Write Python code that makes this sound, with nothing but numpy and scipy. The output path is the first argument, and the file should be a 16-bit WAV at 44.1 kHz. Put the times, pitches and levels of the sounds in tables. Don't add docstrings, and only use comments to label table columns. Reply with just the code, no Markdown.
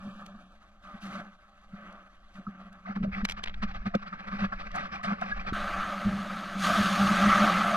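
import sys
import numpy as np
from scipy import signal
from scipy.fft import rfft, irfft, next_fast_len
from scipy.io import wavfile
from scipy.ndimage import uniform_filter1d

SR = 44100
rng = np.random.default_rng(int(sys.argv[2]) if len(sys.argv) > 2 else 0)


def master_out(mix):
    frames = np.transpose(np.atleast_2d(mix))
    ceiling = np.clip(frames, -1, 1)
    pcm = np.round(ceiling * 32767).astype(np.int16)
    wavfile.write(sys.argv[1], SR, pcm)


N = 342348
TIME = np.arange(N) / SR
PADDLE_START, PADDLE_END = 2.85, 5.53

# start in seconds, level in dB, rise, hold and drain in seconds,
# then foam hiss and board hum in dB against that level.
WAVELETS = [(-.1, -51, 0.13, 0.2, 0.18, -19.5, 3.5), (.825, -50.5, 0.026, 0.049, 0.2, -22, -7),
            (1.008, -44, 0.051, 0.13, 0.063, -17, 2), (1.68, -49.5, 0.12, 0.093, 0.13, -27, -3),
            (2.343, -50, 0.019, 0.015, 0.047, -19, -2), (2.47, -55.5, 0.031, 0.063, 0.31, -43, 5.5)]
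BREAKERS = [(5.46, -35.5, 0.094, 0.27, 0.27, -25, -27), (6.555, -28.5, 0.13, 0.26, 1, -11, -4.5),
            (6.59, -35.5, 0.088, .004, 0.03, -3.5, -20), (6.9, -24.5, 0.5, 0.13, 0.27, -18.5, -7)]
# start in seconds, relative level in dB, hold in seconds,
# brightness in dB.
SPLASHES = [(2.85, -47, 0.06, -2.5), (2.947, -41.5, 0.001, 2), (3.02, -45, 0.0075, 4),
            (3.112, -45, 0.087, 4), (3.36, -44.5, 0.015, 5.5), (3.615, -36.5, 0.0063, 6.5),
            (3.667, -49.5, 0.034, 9), (3.733, -45.5, 0.018, 7), (3.848, -38.5, 0.0075, 6),
            (3.933, -32.5, 0.00088, -9), (4.01, -45.5, 0.0037, 3), (4.056, -45.5, 0.008, 8),
            (4.117, -41.5, 0.0097, -1), (4.181, -47, 0.0088, 5), (4.263, -41, 0.0056, 0),
            (4.305, -44, 0.05, 1.5), (4.379, -39.5, 0.036, 5.5), (4.426, -35, 0.0099, 2),
            (4.513, -36, 0.0056, -6), (4.583, -46.5, 0.017, 11.5), (4.65, -45.5, 0.0045, 3),
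            (4.734, -38, 0.061, 2), (4.808, -44, 0.042, 6), (4.911, -41.5, 0.033, 6),
            (5.026, -36.5, 0.018, 8.5), (5.062, -37, 0.052, -1.5), (5.208, -37.5, 0.015, -2),
            (5.245, -45, 0.056, 7), (5.356, -43, 0.0059, 2), (5.384, -45, 0.014, 8), (5.458, -38, 0.016, 4)]
# start in seconds, level in dB, swell time in seconds.
SPRAYS = [(3.624, -64.5, 0.0071), (4.743, -57, .012), (5.027, -55.5, 0.014)]
# peak time in seconds, relative level in dB, treble in dB.
DROPS = [(0.2643, -48.5, 10), (1.927, -62, 15), (2.7295, -58, 11), (3.2526, -24, 3), (3.2895, -34, 2),
         (3.2992, -29.5, 5), (3.312, -36.5, 5), (3.3222, -35, 4), (3.44, -29.5, -2), (3.461, -37, -16),
         (3.475, -35.5, -24), (3.483, -37, -20), (3.4972, -41, -27), (3.5442, -41, -24),
         (3.953, -35.5, -2.5), (4.7175, -48.5, 3), (4.7615, -44, 14), (5.215, -43.5, 5)]
# start in seconds, level in dB, swell time in seconds,
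# starting pitch in Hz, fuzz from 0 (one bubble) to 1 (a cloud).
GULPS = [(2.465, -36.5, 0.0048, 1240, 0.63), (2.87, -48, 0.013, 710, 0.77), (3.037, -40.5, 0.0094, 616, 1),
         (3.122, -41.5, 0.017, 2176, 0.88), (3.948, -27, 0.004, 524, 0.2),
         (4.322, -40.5, 0.0075, 1220, 0.16), (4.762, -38.5, 0.0089, 732, 0.25),
         (4.993, -44, 0.0038, 1070, 0.46), (5.217, -31.5, 0.0043, 728, 0.2), (5.31, -32, 0.01, 1644, 0.31),
         (5.393, -43, 0.0054, 2380, 0.47), (6.66, -32.5, 0.041, 619, .9), (7.22, -32, 0.072, 1896, 1),
         (7.7, -31.5, 0.029, 625, 0.83)]
# peak time in seconds, relative level in dB, swell in seconds.
BUMPS = [(.068, -39.5, 0.018), (.35, -49, 0.014), (.949, -44, 0.01), (1.741, -41, 0.0092),
         (2.395, -42, 0.011), (2.481, -36.5, 0.01), (2.902, -36.5, 0.011), (2.973, -30, .011),
         (3.015, -31, 0.012), (3.042, -28, 0.0072), (3.077, -31, 0.016), (3.179, -35.5, 0.026),
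         (3.239, -29.5, 0.0093), (3.639, -29, 0.01), (3.87, -28.5, 0.011), (3.96, -26.5, 0.0063),
         (4.339, -35, 0.013), (4.433, -28.5, 0.016), (5.09, -35.5, 0.016), (5.125, -30.5, 0.0094),
         (6.074, -24.5, 0.02), (6.136, -32, 0.05), (6.565, -35.5, 0.02), (6.802, -26.5, 0.027),
         (7.03, -25.5, 0.044), (7.119, -23.5, 0.014), (7.265, -23.5, 0.033), (7.42, -29.5, 0.022)]
# centre time in seconds, peak level in dB, pulse width in seconds.
SLAPS = [(3.9549, -22.5, 0.00066), (5.526, -24, 0.00088), (6.057, -31, 0.0023)]
# start in seconds, level in dB, hold in seconds.
LURCHES = [(2.95, -41, 0.4), (3.456, -37, 0.29), (4.25, -44.5, 0.45), (5.278, -39.5, 0.43)]
# centre in Hz, width in Hz, boost or cut in dB.
CASE_RESONANCES = [(581.3, 71, 10.5), (699.6, 41, 8), (789, 43, 6.5), (956, 187, -6), (1190, 172, 8),
                   (1333, 71, 6), (1479, 32, -4.5), (1527, 82, 6.5), (1703, 210, 3.5), (1866, 60, -6.5),
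                   (1920, 49, 4.5), (4580, 85, 4), (6150, 480, 4), (6670, 360, 6.5), (8720, 400, 3),
                   (9550, 380, -6)]
# start and end in seconds, lower edge in Hz.
WIDE_STRETCHES = [(0, PADDLE_START, 1410), (PADDLE_START, PADDLE_END, 470)]
# frequency in Hz, gain in dB.
RUMBLE_EQ = [(10, 5.5), (45, -1.5), (100, -16), (4500, -100)]
HUM_EQ = [(60, -20), (130, -16.5), (165, -12), (188, 8.5), (210, 8.5), (235, -15), (300, -20.5),
          (900, -100)]
THUD_EQ = [(40, 0), (100, 2.5), (170, 3), (600, -17.5), (2600, -100)]
DROP_EQ = [(300, -10.5), (900, -4.5), (1900, 0.5), (3400, -1.5), (4500, -9.5), (6000, -13.5), (7500, -23),
           (15000, -37.5)]
SPLASH_EQ = [(120, -0.5), (400, -8.5), (700, -7.5), (1300, -2), (2350, -4.5), (3000, -14.5), (4200, -20),
             (5600, -24.5), (6300, -39.5), (7800, -41), (10000, -45.5), (15000, -61)]
SURF_EQ = [(100, -34), (300, -9.5), (450, -20), (600, -10), (950, -5.5), (1250, -2.5), (1700, -8.5),
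           (2200, -11.5), (3600, -19.5), (5000, -30.5), (7200, -39), (11000, -41.5), (15000, -53)]


def amp(db):
    return 10 ** (np.asarray(db) / 20)


def unit(x):
    return x / np.sqrt(np.mean(x ** 2) + 1e-20)


def match_energy(sound, envelope):
    return sound * np.linalg.norm(envelope) / np.linalg.norm(sound)


def add(mix, start_s, sound):
    start = round(start_s * SR)
    sound = sound[max(-start, 0):]
    part = mix[max(start, 0):][:len(sound)]
    part += sound[:len(part)]


def during(start, end):
    return uniform_filter1d(((TIME >= start) & (TIME < end)) * 1., size=200)


def curve_db(curve, hz):
    knots_hz, db = np.transpose(curve)
    return np.interp(np.log(hz + 1), np.log(knots_hz), db)


def equalise(x, curve, extra_db=lambda hz: 0):
    n = next_fast_len(len(x))
    hz = np.fft.rfftfreq(n, 1 / SR)
    return irfft(rfft(x, n) * amp(curve_db(curve, hz) + extra_db(hz)), n)[:len(x)]


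def case_db(hz):
    return sum(db * np.exp(-2 * np.minimum(((hz - centre) / width) ** 2, 20))
               for centre, width, db in CASE_RESONANCES)


def wander(n, rate):
    knots = rng.standard_normal(4096)
    return np.interp(np.arange(n) / SR * rate, np.arange(len(knots)), knots)


def swell(rise):
    u = np.arange(0, 6, 1 / (SR * rise))
    return np.arange(len(u)) / SR, (u * np.exp(1 - u)) ** 2


def surge(t, rise, hold, drain):
    u = np.clip(t / rise, 0, 1)
    return u * u * (3 - 2 * u) * np.exp(-np.clip((t - rise - hold) / drain, 0, 20))


def splash_envelope(t, hold):
    throw = surge(t, rise=0.018, hold=hold, drain=0.0084)
    spatter = amp(-31.5) * surge(t, rise=0.018, hold=hold, drain=0.06)
    return np.maximum(throw, spatter)


def crackle(n, per_s, spread_db):
    size = amp(spread_db * np.minimum(rng.exponential(1, n), 4))
    return unit(size * rng.standard_normal(n) * (rng.random(n) < per_s / SR))


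def churn(x, patchy_db):
    spectra = signal.stft(x, nperseg=512)[2]
    patches = uniform_filter1d(rng.standard_normal(spectra.shape), size=5, axis=0)
    patches = unit(uniform_filter1d(patches, size=5, axis=1))
    return signal.istft(spectra * amp(patchy_db * patches), nperseg=512)[1][:len(x)]


def bubbles(n, per_s, spread_db, decay_cycles=7, glide=0.02):
    out, t = np.zeros(n), np.arange(2500) / SR
    for place, pitch, size in rng.random((200, 3))[:int(per_s * n / SR) + 1]:
        hz = 650 * 2 ** (2.9 * pitch)
        cycles = hz * t[hz * t < 6 * decay_cycles]
        age = cycles / decay_cycles
        envelope = np.exp(-age) * (1 - np.exp(-cycles / 2))
        ring = np.sin(2 * np.pi * cycles * (1 + glide * np.minimum(age, 2)))
        add(out, place * n / SR, amp(spread_db * size) * envelope * ring)
    return unit(out)


def rumble(wave_push, calm_db, afloat_db, wave_db, gust_db):
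    bed = amp(calm_db) + during(PADDLE_START, PADDLE_END) * amp(afloat_db)
    bed += during(PADDLE_END, np.inf) * wave_push * amp(wave_db)
    lurch_power = sum((amp(db) * surge(TIME - start, rise=0.052, hold=hold, drain=0.13)) ** 2
                      for start, db, hold in LURCHES)
    gusts = amp(gust_db * wander(N, rate=3.936))
    return np.sqrt(bed ** 2 + lurch_power) * gusts * unit(equalise(rng.standard_normal(N), RUMBLE_EQ))


def board_hum(wave_push, afloat_db, splash_db, throb_db):
    drive = wave_push + during(PADDLE_START, PADDLE_END) * amp(afloat_db)
    for start, db, hold, _ in SPLASHES:
        add(drive, start, amp(db + splash_db) * splash_envelope(TIME[:SR // 2], hold))
    hum = unit(equalise(rng.standard_normal(N), HUM_EQ))
    beating = np.sqrt(uniform_filter1d(hum ** 2, size=1500) + .05)
    compressed = unit(hum / np.sqrt(beating))
    return drive * compressed * amp(throb_db * wander(N, rate=14))


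def lapping(level_db, build_db):
    ripples = unit(churn(rng.standard_normal(N), patchy_db=2.4) * amp(1.8 * wander(N, rate=45)))
    for start in np.arange(PADDLE_START, PADDLE_END, .5):
        add(ripples, start, .24 * bubbles(SR // 2, per_s=200, spread_db=13))
    speed = np.clip((TIME - PADDLE_START) / (PADDLE_END - PADDLE_START), 0, 1)
    return amp(level_db + build_db * speed) * unit(equalise(ripples, SPLASH_EQ, case_db))


def sprays():
    out = np.zeros(N)
    air_eq = [(2500, -26), (8300, -5), (15000, -18)]
    for start, db, rise in SPRAYS:
        t, envelope = swell(rise)
        mist = equalise(rng.standard_normal(len(t)), DROP_EQ, lambda hz: curve_db(air_eq, hz))
        add(out, start, amp(db) * envelope * unit(mist))
    return out


def drops(trim_db, fade_s, crack_db):
    out, t = np.zeros(N), np.arange(-1024, 1024) / SR
    envelope = np.exp(-abs(t) / fade_s) + amp(crack_db) * np.exp(-10 * abs(t) / fade_s)
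    for peak, db, treble_db in DROPS:
        burst = envelope * rng.standard_normal(len(t))
        tick = equalise(burst, DROP_EQ, lambda hz: curve_db([(3500, 0), (10000, treble_db)], hz))
        add(out, peak + t[0], amp(db + trim_db) * match_energy(tick, envelope))
    return out


def gulps(glide_per_s, scatter):
    out = np.zeros(N)
    for start, db, rise, hz, fuzz in GULPS:
        t, envelope = swell(rise)
        spread_hz = hz * fuzz * scatter
        cloud = 1 - fuzz + fuzz * (wander(len(t), spread_hz) + 1j * wander(len(t), spread_hz))
        clumps = amp(3 * fuzz * wander(len(t), rate=220))
        chirp = np.exp(2j * np.pi * hz * t * (1 + glide_per_s * t / 2))
        ring = envelope * (clumps * cloud * chirp).real
        add(out, start, amp(db) * match_energy(ring, envelope))
    return out


def board_bumps(trim_db, thud_db, mode_hz, pitch_scatter_hz, fade_ratio):
    out = np.zeros(N)
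    thud_noise = amp(thud_db) * unit(equalise(rng.standard_normal(N), THUD_EQ))
    for peak, db, rise in BUMPS:
        hz = mode_hz + pitch_scatter_hz * rng.uniform(-1, 1)
        t = np.arange(-3 * rise, 5 * rise, 1 / SR)
        envelope = np.exp(-(t / np.where(t < 0, rise, rise * fade_ratio)) ** 2)
        boom = np.sqrt(2) * np.sin(2 * np.pi * hz * t + .25 * wander(len(t), rate=100))
        thud = thud_noise[round(peak * SR):][:len(t)]
        add(out, peak + t[0], amp(db + trim_db) * envelope * (boom + thud))
    return out


def hull_slaps():
    out = np.zeros(N)
    for centre, db, width in SLAPS:
        u = np.arange(-4, 4, 1 / (SR * width))
        add(out, centre + u[0] * width, amp(db) * u * np.exp((1 - u ** 2) / 2))
    return out


def splashes(trim_db):
    out, n = np.zeros(N), SR // 5
    for start, db, hold, bright_db in SPLASHES:
        envelope = splash_envelope(TIME[:n], hold)
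        spray = unit(churn(rng.standard_normal(n), patchy_db=2.2))
        ringing = .4 * bubbles(n, per_s=800, spread_db=15)
        presence = [(1500, 0.026), (4000, bright_db), (9000, bright_db * 0.37)]
        water = equalise(spray + ringing, SPLASH_EQ, lambda hz: case_db(hz) + curve_db(presence, hz))
        add(out, start, amp(db + trim_db) * match_energy(envelope * water, envelope))
    return out


def wave_envelopes(waves, sea_db, sea_hiss_db, sea_hum_db, push_share):
    roar, hiss, push = np.ones((3, N)) * amp([[sea_db], [sea_hiss_db], [sea_hum_db]]) ** 2
    for start, db, rise, hold, drain, hiss_db, hum_db in waves:
        t = TIME - start
        roar += (amp(db) * surge(t, rise, hold, drain)) ** 2
        hiss += (amp(db + hiss_db) * surge(t + 0.013, rise * 0.95, hold * 0.78, drain)) ** 2
        push_rise = rise * push_share
        push += (amp(db + hum_db) * surge(t, push_rise, hold + push_rise / 2, drain * 0.87)) ** 2
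    return np.sqrt([roar, hiss, push])


def surf(roar_level, hiss_level, tilt_db_per_octave, patchy_db, flutter_db):
    fizz = churn(crackle(N, per_s=30000, spread_db=2.5), patchy_db)
    foam = equalise(fizz, SURF_EQ,
                    lambda hz: case_db(hz) + tilt_db_per_octave * np.log2(np.clip(hz, 400, 4000)))
    hiss = signal.sosfiltfilt(signal.butter(3, 3500, "high", fs=SR, output="sos"), foam)
    body = unit(foam - hiss)
    deep = signal.sosfiltfilt(signal.butter(2, 900, fs=SR, output="sos"), body)
    deep_level = np.interp(TIME - 0.026, TIME, roar_level)
    flutter = amp(flutter_db * wander(N, rate=45))
    return (roar_level * (body - deep) + deep_level * deep + hiss_level * unit(hiss)) * flutter


def hollow_out(wash, band_hz, until_s):
    band = signal.sosfiltfilt(signal.butter(2, band_hz, "band", fs=SR, output="sos"), wash)
    return wash - during(0, until_s) * band


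def widen(x, width):
    n = next_fast_len(N)
    hz, shifted = np.fft.rfftfreq(n, 1 / SR), 1j * rfft(x, n)
    side = width * sum(during(start, end) * irfft(shifted / (1 + (edge_hz / (hz + 1)) ** 12), n)[:N]
                       for start, end, edge_hz in WIDE_STRETCHES)
    return np.array([x - side, x + side])


def scene():
    wash_roar, wash_hiss, wash_push = during(0, PADDLE_START) * wave_envelopes(
        WAVELETS, sea_db=-63.5, sea_hiss_db=-80.0, sea_hum_db=-68.0, push_share=0.6)
    breaker_roar, breaker_hiss, breaker_push = during(PADDLE_END, np.inf) * wave_envelopes(
        BREAKERS, sea_db=-39, sea_hiss_db=-54.0, sea_hum_db=-41.5, push_share=0.76)
    wash = surf(wash_roar, wash_hiss, tilt_db_per_octave=-2.5, patchy_db=2.0, flutter_db=2.07)
    water = hollow_out(wash, band_hz=(1920, 2200), until_s=0.55)
    water += during(PADDLE_START, PADDLE_END) * lapping(level_db=-60.0, build_db=11.5)
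    water += surf(breaker_roar, breaker_hiss, tilt_db_per_octave=0.4, patchy_db=1.54, flutter_db=0.47)
    water += splashes(trim_db=0.5)
    water += drops(trim_db=-2.5, fade_s=0.0027, crack_db=-4) + sprays()
    water += gulps(glide_per_s=0.75, scatter=0.34)
    hull = board_bumps(trim_db=2.5, thud_db=-13, mode_hz=201.3, pitch_scatter_hz=6.5, fade_ratio=1.52)
    hull += hull_slaps()
    hull += board_hum(wash_push + breaker_push, afloat_db=-53.5, splash_db=-6.5, throb_db=1.3)
    hull += rumble(breaker_push, calm_db=-58.5, afloat_db=-62.5, wave_db=-22, gust_db=1.0)
    return widen(water + hull, width=1.3)


def record(dry):
    low_pass = signal.firwin(511, cutoff=15400, window=("kaiser", 9), fs=SR)
    return signal.oaconvolve(dry, low_pass[None], "same")


dry = scene()
out = record(dry)
master_out(out)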